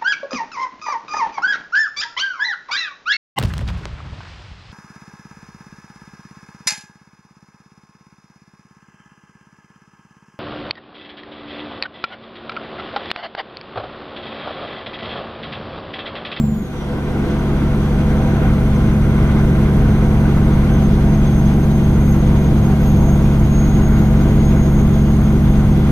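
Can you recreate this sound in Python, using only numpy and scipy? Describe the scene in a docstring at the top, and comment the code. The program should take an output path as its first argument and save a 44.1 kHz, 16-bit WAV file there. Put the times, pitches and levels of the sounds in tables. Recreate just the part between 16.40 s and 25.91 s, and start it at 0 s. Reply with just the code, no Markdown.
"""A throbbing hollow drone and a falling turbo whistle die away, then a heavy truck cab at cruise swells in.
Crank orders summed as sines make the six-cylinder diesel's drone; cyclic noise makes its growl and clatter.
Shaken narrow-band noise makes a raspy ring, a sine the faint gear whine; the turbo whistle is a blurred
tone plus bands of air noise, flaring at set times. Coloured noise makes the road rumble and wind hiss."""
import sys
import numpy as np
from scipy import signal
from scipy.fft import rfft, irfft, next_fast_len
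from scipy.io import wavfile
from scipy.ndimage import uniform_filter1d, map_coordinates

SR = 44100
rng = np.random.default_rng(int(sys.argv[2]) if len(sys.argv) > 2 else 0)


def store_pcm(level_fs):
    """Save levels as 16-bit WAV."""
    pcm = np.round(np.clip(level_fs, -1, 1) * 32767).astype(np.int16)
    wavfile.write(sys.argv[1], SR, np.atleast_2d(pcm).T)


N = 419391


def amp(db):
    """Decibels to gain."""
    return 10 ** (np.asarray(db) / 20)


def unit(x):
    """Scale to rms 1."""
    return x / np.sqrt(np.mean(x ** 2) + 1e-20)


def along(points, hz):
    """Interpolate (hz, value) points on a log frequency axis."""
    f, v = np.transpose(points)
    return np.interp(np.log(hz + 1), np.log(f + 1), v)


def shape(spectrum):
    """Gain over frequency of (hz, db) points."""
    return lambda hz: amp(along(spectrum, hz))


def curves(rows):
    """One value per sample for each column after the time."""
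    s, *cols = np.transpose(rows)
    return [np.interp(np.arange(N) / SR, s, c) for c in cols]


def wobble(rate_hz, step=1):
    """Smooth random curve: rate_hz knots a second, one value every step samples."""
    knots = rng.standard_normal(int(N * rate_hz / SR) + 4)
    coarse = np.arange(0, N, 128)
    smooth = map_coordinates(knots, [coarse * rate_hz / SR])
    return np.interp(np.arange(0, N, step), coarse, smooth)


def swell(cruise_db, start_db, rise_s):
    """Level in dB of an amplitude that starts at start_db against cruise_db and closes in on cruise_db."""
    swell_start_s = 0.29
    t = np.maximum(np.arange(N) / SR - swell_start_s, 0)
    return cruise_db + 20 * np.log10(1 + (amp(start_db) - 1) * np.exp(-t / rise_s))


def release(hold_s, db_per_s):
    """Level in dB that holds, then falls at a steady rate."""
    return -db_per_s * np.maximum(np.arange(N) / SR - hold_s, 0)


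def filtered(x, response):
    """x times a response over frequency."""
    m = next_fast_len(N + 8192, True)
    gain = response(np.fft.rfftfreq(m, 1 / SR)).astype(np.complex64)
    return irfft(rfft(x.astype(np.float32), m) * gain, m)[..., :N]


def patchy_noise(patchy_db):
    """Two white noises sharing time-frequency patches of random gain."""
    z = signal.stft(rng.standard_normal((2, N)), nperseg=512)[2]
    field = rng.standard_normal(z.shape[1:])
    field = uniform_filter1d(uniform_filter1d(field, 6, 0), 16, 1)
    return unit(signal.istft(z * amp(patchy_db * unit(field)), nperseg=512)[1][:, :N])


def skirt(hz, width_hz):
    """Narrow band of air noise around a pitch: low-passed noise times a carrier."""
    phase = 2 * np.pi * np.cumsum(hz) / SR
    base = signal.lfilter(*signal.butter(1, width_hz, fs=SR), rng.standard_normal((2, N)))
    base = signal.lfilter(*signal.butter(1, 2 * width_hz, fs=SR), base)
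    return unit(base * np.cos(phase))


def cab_colour(hz):
    """Gain over frequency of the window reflections: peaks and notches."""
    # centre_hz, width_hz, gain_db
    echoes = [(1047, 40, 2.9), (1300, 60, -1), (1370, 73, 1.5), (1710, 55, -0.5), (2166, 60, 3.5),
              (2260, 70, -5), (2440, 70, 3.5), (2560, 90, -4.5), (2900, 70, -1), (2950, 63, 3),
              (2996, 90, -7), (3260, 310, 1), (3750, 110, -1.5), (5240, 250, -1.3)]
    grid = np.arange(0, SR / 2, 10)
    db = sum(gain_db * np.exp(-(2 * (grid - centre) / width) ** 2) for centre, width, gain_db in echoes)
    return np.interp(hz, grid, amp(db))


def in_cab(pair, colour):
    """Colour a direct and a diffuse signal and spread them over two close microphone ports; mid rms 1."""
    # stereo spread: pitch_hz, side_against_mid_db
    spread = [(60, -23), (92, -18), (140, -32.5), (210, -16), (330, -11.5), (500, -11.5), (760, -14),
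              (1170, -7.5), (1780, -2.5), (2720, 2), (4160, 3), (6350, -9), (9710, 0), (14800, -5)]
    # share of the side that reaches the left port early: pitch_hz, share
    early_share = [(300, .1), (1000, 0.46), (2000, .55), (3500, .3), (5000, 0), (8000, 0), (9000, .3),
                   (10500, 0)]
    m = next_fast_len(N + 8192, True)
    hz = np.fft.rfftfreq(m, 1 / SR)
    direct, diffuse = rfft(pair.astype(np.float32), m) * colour(hz) * cab_colour(hz)
    lead = np.clip(along(early_share, hz), -1, 1)
    side = amp(along(spread, hz)) * (1j * lead * direct + np.sqrt(1 - lead ** 2) * diffuse)
    mid, side = irfft(np.array([direct, side], np.complex64), m)[:, :N]
    return np.array([mid + side, mid - side]) / np.std(mid)


def drone(turns, waver_db, sway_rad, lag_s):
    """Crank orders boom in the cab: the firing orders, and others from unequal cylinders."""
    # crank orders, 3 being the firing rate: multiple_of_crank_speed, level_db
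    orders = [(1.0, -27), (1.5, -39), (2.0, -22), (2.5, -39), (3.0, -18.5), (3.5, -46), (4.0, -30.5),
              (4.5, -28), (5.0, -26), (6.0, -17), (6.5, -50), (7.0, -24), (7.5, -31.5), (8.0, -27.5),
              (8.5, -34.5), (9.0, -18.7), (9.5, -39), (10.0, -30), (10.5, -39), (11.0, -35), (11.5, -45),
              (12.0, -38.5), (12.5, -44), (13.0, -35.3), (13.5, -39.5), (14.0, -32.5), (14.5, -44),
              (15.5, -47.5), (16.0, -44.5), (16.5, -38), (17.0, -42), (17.5, -41), (19.5, -52), (21.0, -45),
              (22, -50.5), (23.0, -46.5), (24, -56), (26, -57), (27, -48.5), (28, -52), (28.5, -47.5),
              (29, -58)]
    # the cab delays high orders more, smearing each pulse into an even beat; cycles per order squared
    firing_smear, imbalance_smear = .088, .554
    step = 16
    coarse_turns, out = turns[::step], 0
    for multiple, db in orders:
        order = round(2 * multiple) / 2
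        smear = firing_smear if order % 3 == 0 else imbalance_smear
        phase = 2 * np.pi * (order * coarse_turns + smear * order ** 2) + sway_rad * wobble(2.42, step)
        out = out + amp(db + waver_db * wobble(2.49, step)) * np.cos(phase)
    boom = unit(signal.resample_poly(out, step, 1, window=("kaiser", 9))[:N])
    n = np.arange(N)
    return np.array([boom, np.interp(n - lag_s * SR, n, boom)])  # the right port hears it later


def cycle(turns):
    """Two signals repeating every two crank turns, with all engine orders equally strong."""
    size = 4096
    orders = np.exp(2j * np.pi * rng.random((2, size // 2 + 1)))
    return unit(irfft(orders))[:, (turns / 2 % 1 * size).astype(int)]


def combustion(turns, repeat, pulsing, lope, drift_rad):
    """Burn and valve noise: a slowly changing cyclic pattern, surging with each firing and each turn."""
    blend = drift_rad * wobble(1.498)
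    repeated = np.cos(blend) * cycle(turns) + np.sin(blend) * cycle(turns)
    share = np.clip(repeat, 0, 1)
    burn = np.sqrt(share) * repeated + np.sqrt(1 - share) * rng.standard_normal((2, N))
    firing = np.cos(2 * np.pi * 3 * turns)
    return burn * (1 + pulsing * firing + lope * np.cos(2 * np.pi * turns))


def panels(hz):
    """Gain over frequency of the cab panels that resonate with the engine."""
    # centre_hz, width_hz, level_db
    resonances = [(500, 36, -4), (654.3, 39, -4.5), (774, 53, -7.5), (946, 40, -11.5)]
    return sum(amp(db) / (1 + ((hz - centre) / (width / 2)) ** 2) ** 0.79
               for centre, width, db in resonances)


def growl(turns):
    """Combustion noise rings the cab panels."""
    # slow drift: time_s, drift_db
    drift = [(.75, -3), (1.05, 0), (1.3, -3), (1.9, 2.5), (2.3, -2), (3.65, 1), (5.1, -1), (6.1, -0.5),
             (6.45, -1), (6.68, 3), (7.1, -3.5), (7.8, 1), (8.8, -3)]
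    level_db = swell(cruise_db=-33, start_db=-7.5, rise_s=0.17) + curves(drift)[0]
    burn = combustion(turns, repeat=0.6, pulsing=0.049, lope=0.12, drift_rad=0.92)
    return amp(level_db + 0.67 * wobble(5.4)) * in_cab(burn, panels)


def clatter(turns, swell_db, drift_db):
    """Combustion noise in a brighter band, in random clumps."""
    # pitch_hz, level_db_per_hz
    spectrum = [(300, -25), (450, 2), (600, -4.5), (1050, 0.5), (1280, -1), (1530, -0.5), (1720, -10),
                (1930, -7.5), (2010, -5.5), (2200, -7.5), (2600, -15.5), (5000, -29.5), (9000, -80)]
    clumps_db = 0.8 * wobble(8) + 1.0 * wobble(32)
    burn = combustion(turns, repeat=0.32, pulsing=0.03, lope=0.036, drift_rad=1.23)
    return amp(swell_db + 0.85 * drift_db + clumps_db) * in_cab(burn, shape(spectrum))


def rasp(turns, swell_db, drift_db):
    """An unsteady engine-block resonance, shaken by each firing, stands out as the clatter swells."""
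    centre_hz, width_hz, wander_hz = 1499, 82, 25
    against_clatter_db, follows = -11, 1.8  # drifts more steeply than the clatter
    ring = skirt(centre_hz + wander_hz * wobble(3), width_hz)
    firing = 1 + .35 * np.cos(2 * np.pi * 3 * turns)
    level_db = swell_db + against_clatter_db + follows * drift_db + 1.4 * wobble(18)
    return amp(level_db) * in_cab(ring * firing, np.ones_like)


def gear_whine(turns, clatter_swell_db):
    """A thin tone tied to the crank speed."""
    mean_hz, against_clatter_db = 2000, -24
    mesh = turns / turns[-1] * mean_hz * N / SR
    tone = unit(np.sin(2 * np.pi * mesh + wobble(12)))
    return amp(against_clatter_db + clatter_swell_db + 2.2 * wobble(5.4)) * tone


def panel_hum():
    """The lowest cab panel hums by itself: a narrow, fuzzy note that comes and goes."""
    # time_s, level_db
    hum_level = [(0, -47), (.35, -40), (1, -40), (1.9, -33.5), (2.5, -46), (3.5, -36), (4.4, -48),
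                 (6.6, -38.5), (7.3, -48), (9, -53)]
    level_db, = curves(hum_level)
    return amp(level_db) * skirt(np.full(N, 495.4), width_hz=9.6)[0]


def whistle(hz, width_hz, flutter_db):
    """A blade tone blurred by turbulence, differently at each port; rms 1."""
    phase = 2 * np.pi * np.cumsum(hz + width_hz * wobble(70)) / SR
    shared = amp(flutter_db * wobble(22)) * np.sin(phase)
    scatter = wobble(45) * np.sin(phase) + wobble(45) * np.cos(phase)
    return unit(unit(shared) + 0.22 * np.array([scatter, -scatter]))


def flares():
    """Extra dB of the whistle and of its octave: one bell-shaped surge for each flare."""
    # high-boost flares: peak_s, length_s, whistle_gain_db, octave_gain_db
    surges = [(4.38, .2, 5, 0), (4.8, 0.2, 4, 0), (5.002, 0.16, 7, 3), (5.258, .2, 6.5, 2),
              (5.414, 0.073, 3, 0), (5.706, .2, 6.5, 8), (6.04, 0.11, 3, 3), (6.29, 0.099, 3, 1),
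              (6.486, 0.15, 7, 10), (6.68, .2, 10, 2), (7.21, 0.24, 11, -3), (7.45, 0.19, 6.5, -2),
              (7.618, 0.11, 8, 3), (7.845, 0.14, 4.5, 0), (8.05, .13, 8, -2), (8.208, 0.17, 6.5, -4),
              (8.37, 0.085, 7.5, 0), (8.56, 0.11, 3, 0), (8.75, .12, 1, 0), (9.07, .2, 0.5, 5)]
    t = np.arange(N) / SR
    return sum(np.outer(gains_db, np.exp(-(2 * (t - s) / length_s) ** 2))
               for s, length_s, *gains_db in surges)


def turbo():
    """The whistle grows with turbo speed: breathy at low boost, a clear tone when it flares."""
    # whistle under load: time_s, pitch_hz
    pitch = [(1, 6225), (3, 6240), (4, 6290), (5, 6375), (6, 6450), (7.3, 6530), (8.2, 6530), (9.3, 6440)]
    hz, = curves(pitch)
    above_low_boost_hz = hz - 6260
    flare_db, octave_flare_db = flares()
    whistle_swell_db = swell(cruise_db=-55.5, start_db=-23, rise_s=0.63)
    level_db = whistle_swell_db + 0.0139 * above_low_boost_hz + flare_db  # slopes in dB per Hz
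    octave_db = swell(cruise_db=-61.5, start_db=-24.5, rise_s=1.5) + 0.0142 * above_low_boost_hz
    clear_db, clear_span_db = -54.5, 5.5  # breath turns to tone around this level, over this span
    clear = 1 / (1 + np.exp(-(level_db - clear_db) / clear_span_db))
    tone = clear * whistle(hz, width_hz=10.04, flutter_db=2.5) * amp(1.5)
    air = np.sqrt(1 - clear) * skirt(hz, width_hz=37) * amp(3.0)
    octave_tone = clear * whistle(2 * hz, width_hz=26, flutter_db=1)
    octave_air = amp(1) * np.sqrt(clear) * skirt(2 * hz, width_hz=110)
    octave = amp(octave_flare_db) * (octave_tone + octave_air)
    octave = octave + skirt(2 * hz - 160, width_hz=330) * amp(2.0)
    intake = amp(whistle_swell_db - 2.5) * skirt(hz - 200, width_hz=150)  # rushing air just below the tone
    return amp(level_db) * (tone + air) + intake + amp(octave_db) * octave


def spin_down():
    """A turbo whistle falls in pitch, thins and fades away."""
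    # time_s, pitch_hz
    pitch = [(0, 7520), (.11, 7180), (.2, 6780), (.31, 6260), (.46, 5740)]
    t = np.arange(N) / SR
    hz, = curves(pitch)
    surge_db, surge_decay_s, fade_db_per_s = 18.5, 0.063, 5
    tone_db = -56.5 + surge_db * np.exp(-t / surge_decay_s) - fade_db_per_s * t
    tone = amp(tone_db) * whistle(hz, width_hz=18, flutter_db=3.0)
    breath = amp(-56) * skirt(hz - 50, width_hz=120)
    octave_db = -54 + release(hold_s=.17, db_per_s=55)  # gives out first
    octave = amp(octave_db) * skirt(2 * hz - 200, width_hz=300)
    return amp(release(hold_s=.42, db_per_s=300)) * (tone + breath + octave)


def opening(firing_hz):
    """A hollow drone, mostly second and third firing harmonics, throbs once a crank turn and dies away."""
    # rough part: pitch_hz, level_db_per_hz
    boom = [(10, -4), (50, 4), (105, -16), (145, 4), (175, 3), (210, -6), (240, -25), (330, -40),
            (900, -120)]
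    level_db, fade_db_per_s, release_db_per_s = -15.5, 42, 350
    throb_depth, throb_start_s = 0.36, 0.0066
    t = np.arange(N) / SR
    drone_db = level_db - fade_db_per_s * t + release(0.228, release_db_per_s)
    phase = 2 * np.pi * firing_hz * t + 0.18 * wobble(25)
    second = amp(-2 + release(0.12, release_db_per_s))  # gives out first
    hollow = amp(-14) * np.sin(phase) + second * np.sin(2 * phase) + np.sin(3 * phase)
    # unequal cylinders add the crank order just below the third harmonic
    hollow = hollow + amp(-9.5) * np.sin(8 / 3 * phase + 2 * np.pi * rng.random())
    throb = 1 + throb_depth * np.cos(2 * np.pi * firing_hz / 3 * (t - throb_start_s))
    rough = amp(-8.5) * unit(filtered(rng.standard_normal(N), shape(boom)))
    return amp(drone_db) * (throb * unit(hollow) + rough)


def rumble(drone_swell_db):
    """Tyres and chassis: low noise that swells with the drone."""
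    # pitch_hz, level_db_per_hz
    spectrum = [(3, -6), (11, -2), (24, 0), (41, 7), (62, -3.5), (80, -5.5), (101, 3), (118, -2.5),
                (140, -9), (195, -1.5), (230, -9), (330, -21), (600, -48), (2000, -120)]
    return amp(drone_swell_db - 6.5) * in_cab(rng.standard_normal((2, N)), shape(spectrum))


def road(clatter_drift_db):
    """Patchy tyre noise, swelling once with each turn of the wheels."""
    # pitch_hz, level_db_per_hz
    spectrum = [(60, -26.5), (200, -11.5), (290, -9.5), (410, -13), (450, -19), (580, -24.5), (1000, -28.5),
                (1700, -38.5), (4000, -61.5), (9000, -120)]
    wheel_hz, wheel_db = 7.5, 1.05
    follows = 0.15  # share of the clatter's drift taken up
    level_db = swell(cruise_db=-25, start_db=-7, rise_s=0.32) + follows * clatter_drift_db
    turn_db = wheel_db * np.sin(2 * np.pi * wheel_hz * np.arange(N) / SR + wobble(1))
    noise = in_cab(patchy_noise(patchy_db=1.0), shape(spectrum))
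    return amp(level_db + turn_db + 0.4 * wobble(6.0)) * noise


def wind():
    """Air rushing around the cab: patchy noise with gusty level."""
    # pitch_hz, level_db_per_hz
    spectrum = [(500, -11), (1500, 10), (2600, 10.5), (3400, 11), (4400, 4.5), (5800, 3.5), (7100, -3.5),
                (9200, -9), (15000, -40)]
    level_db = swell(cruise_db=-45.5, start_db=-7, rise_s=0.25) + 0.5 * wobble(9) + 0.8 * wobble(35)
    return amp(level_db) * in_cab(patchy_noise(patchy_db=1.1), shape(spectrum))


def hiss():
    """The bright top of the air noise: patchy noise of fluttering level."""
    # pitch_hz, level_db_per_hz
    spectrum = [(4000, -40), (7100, -4.5), (9200, 2), (11600, -1), (13500, -1.5), (15000, -7)]
    level_db = swell(cruise_db=-52.5, start_db=-7.5, rise_s=0.81) + 0.5 * wobble(35)
    return amp(level_db) * in_cab(patchy_noise(patchy_db=.8), shape(spectrum))


def scene():
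    """Engine, turbo, road and wind as heard behind the windscreen."""
    # crankshaft: time_s, speed_rpm
    speed = [(1, 1423.1), (2, 1422.0), (3, 1419.8), (5, 1416.4), (7, 1419.4), (9, 1420.8)]
    # slow drift of the clatter, scaled in each layer that follows it: time_s, drift_db
    clatter_drift = [(.28, 2), (.5, 4.5), (.7, 2.5), (1.05, 3.5), (1.55, 0), (2.03, 3.5), (2.45, -0.5),
                     (2.7, 2), (3.7, 1), (4.25, 0.5), (4.6, -1.5), (5.35, -3), (5.75, -1), (6.35, -2.5),
                     (7.1, -2), (7.6, 0.5), (8.05, -1), (8.6, -3), (9.5, -2)]
    rpm, = curves(speed)
    turns = np.cumsum(rpm + .6 * wobble(4)) / SR / 60
    drift_db, = curves(clatter_drift)
    drone_swell_db = swell(cruise_db=-12, start_db=-16, rise_s=1.35)
    clatter_swell_db = swell(cruise_db=-35, start_db=-12, rise_s=0.99)
    engine = amp(drone_swell_db + 0.25) * drone(turns, waver_db=0.37, sway_rad=0.068, lag_s=0.0001)
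    engine = engine + growl(turns) + clatter(turns, clatter_swell_db, drift_db)
    engine = engine + rasp(turns, clatter_swell_db, drift_db) + gear_whine(turns, clatter_swell_db)
    start = spin_down() + opening(firing_hz=72.2)
    background = rumble(drone_swell_db) + road(drift_db) + wind() + hiss()
    return engine + panel_hum() + turbo() + start + background


def record(dry):
    """Round off the highest peaks and keep nothing above the band limit."""
    top_hz = 15200
    held = dry / (1 + np.abs(dry) ** 12) ** (1 / 12)
    return filtered(held, lambda hz: hz < top_hz)


dry = scene()
out = record(dry)
store_pcm(out)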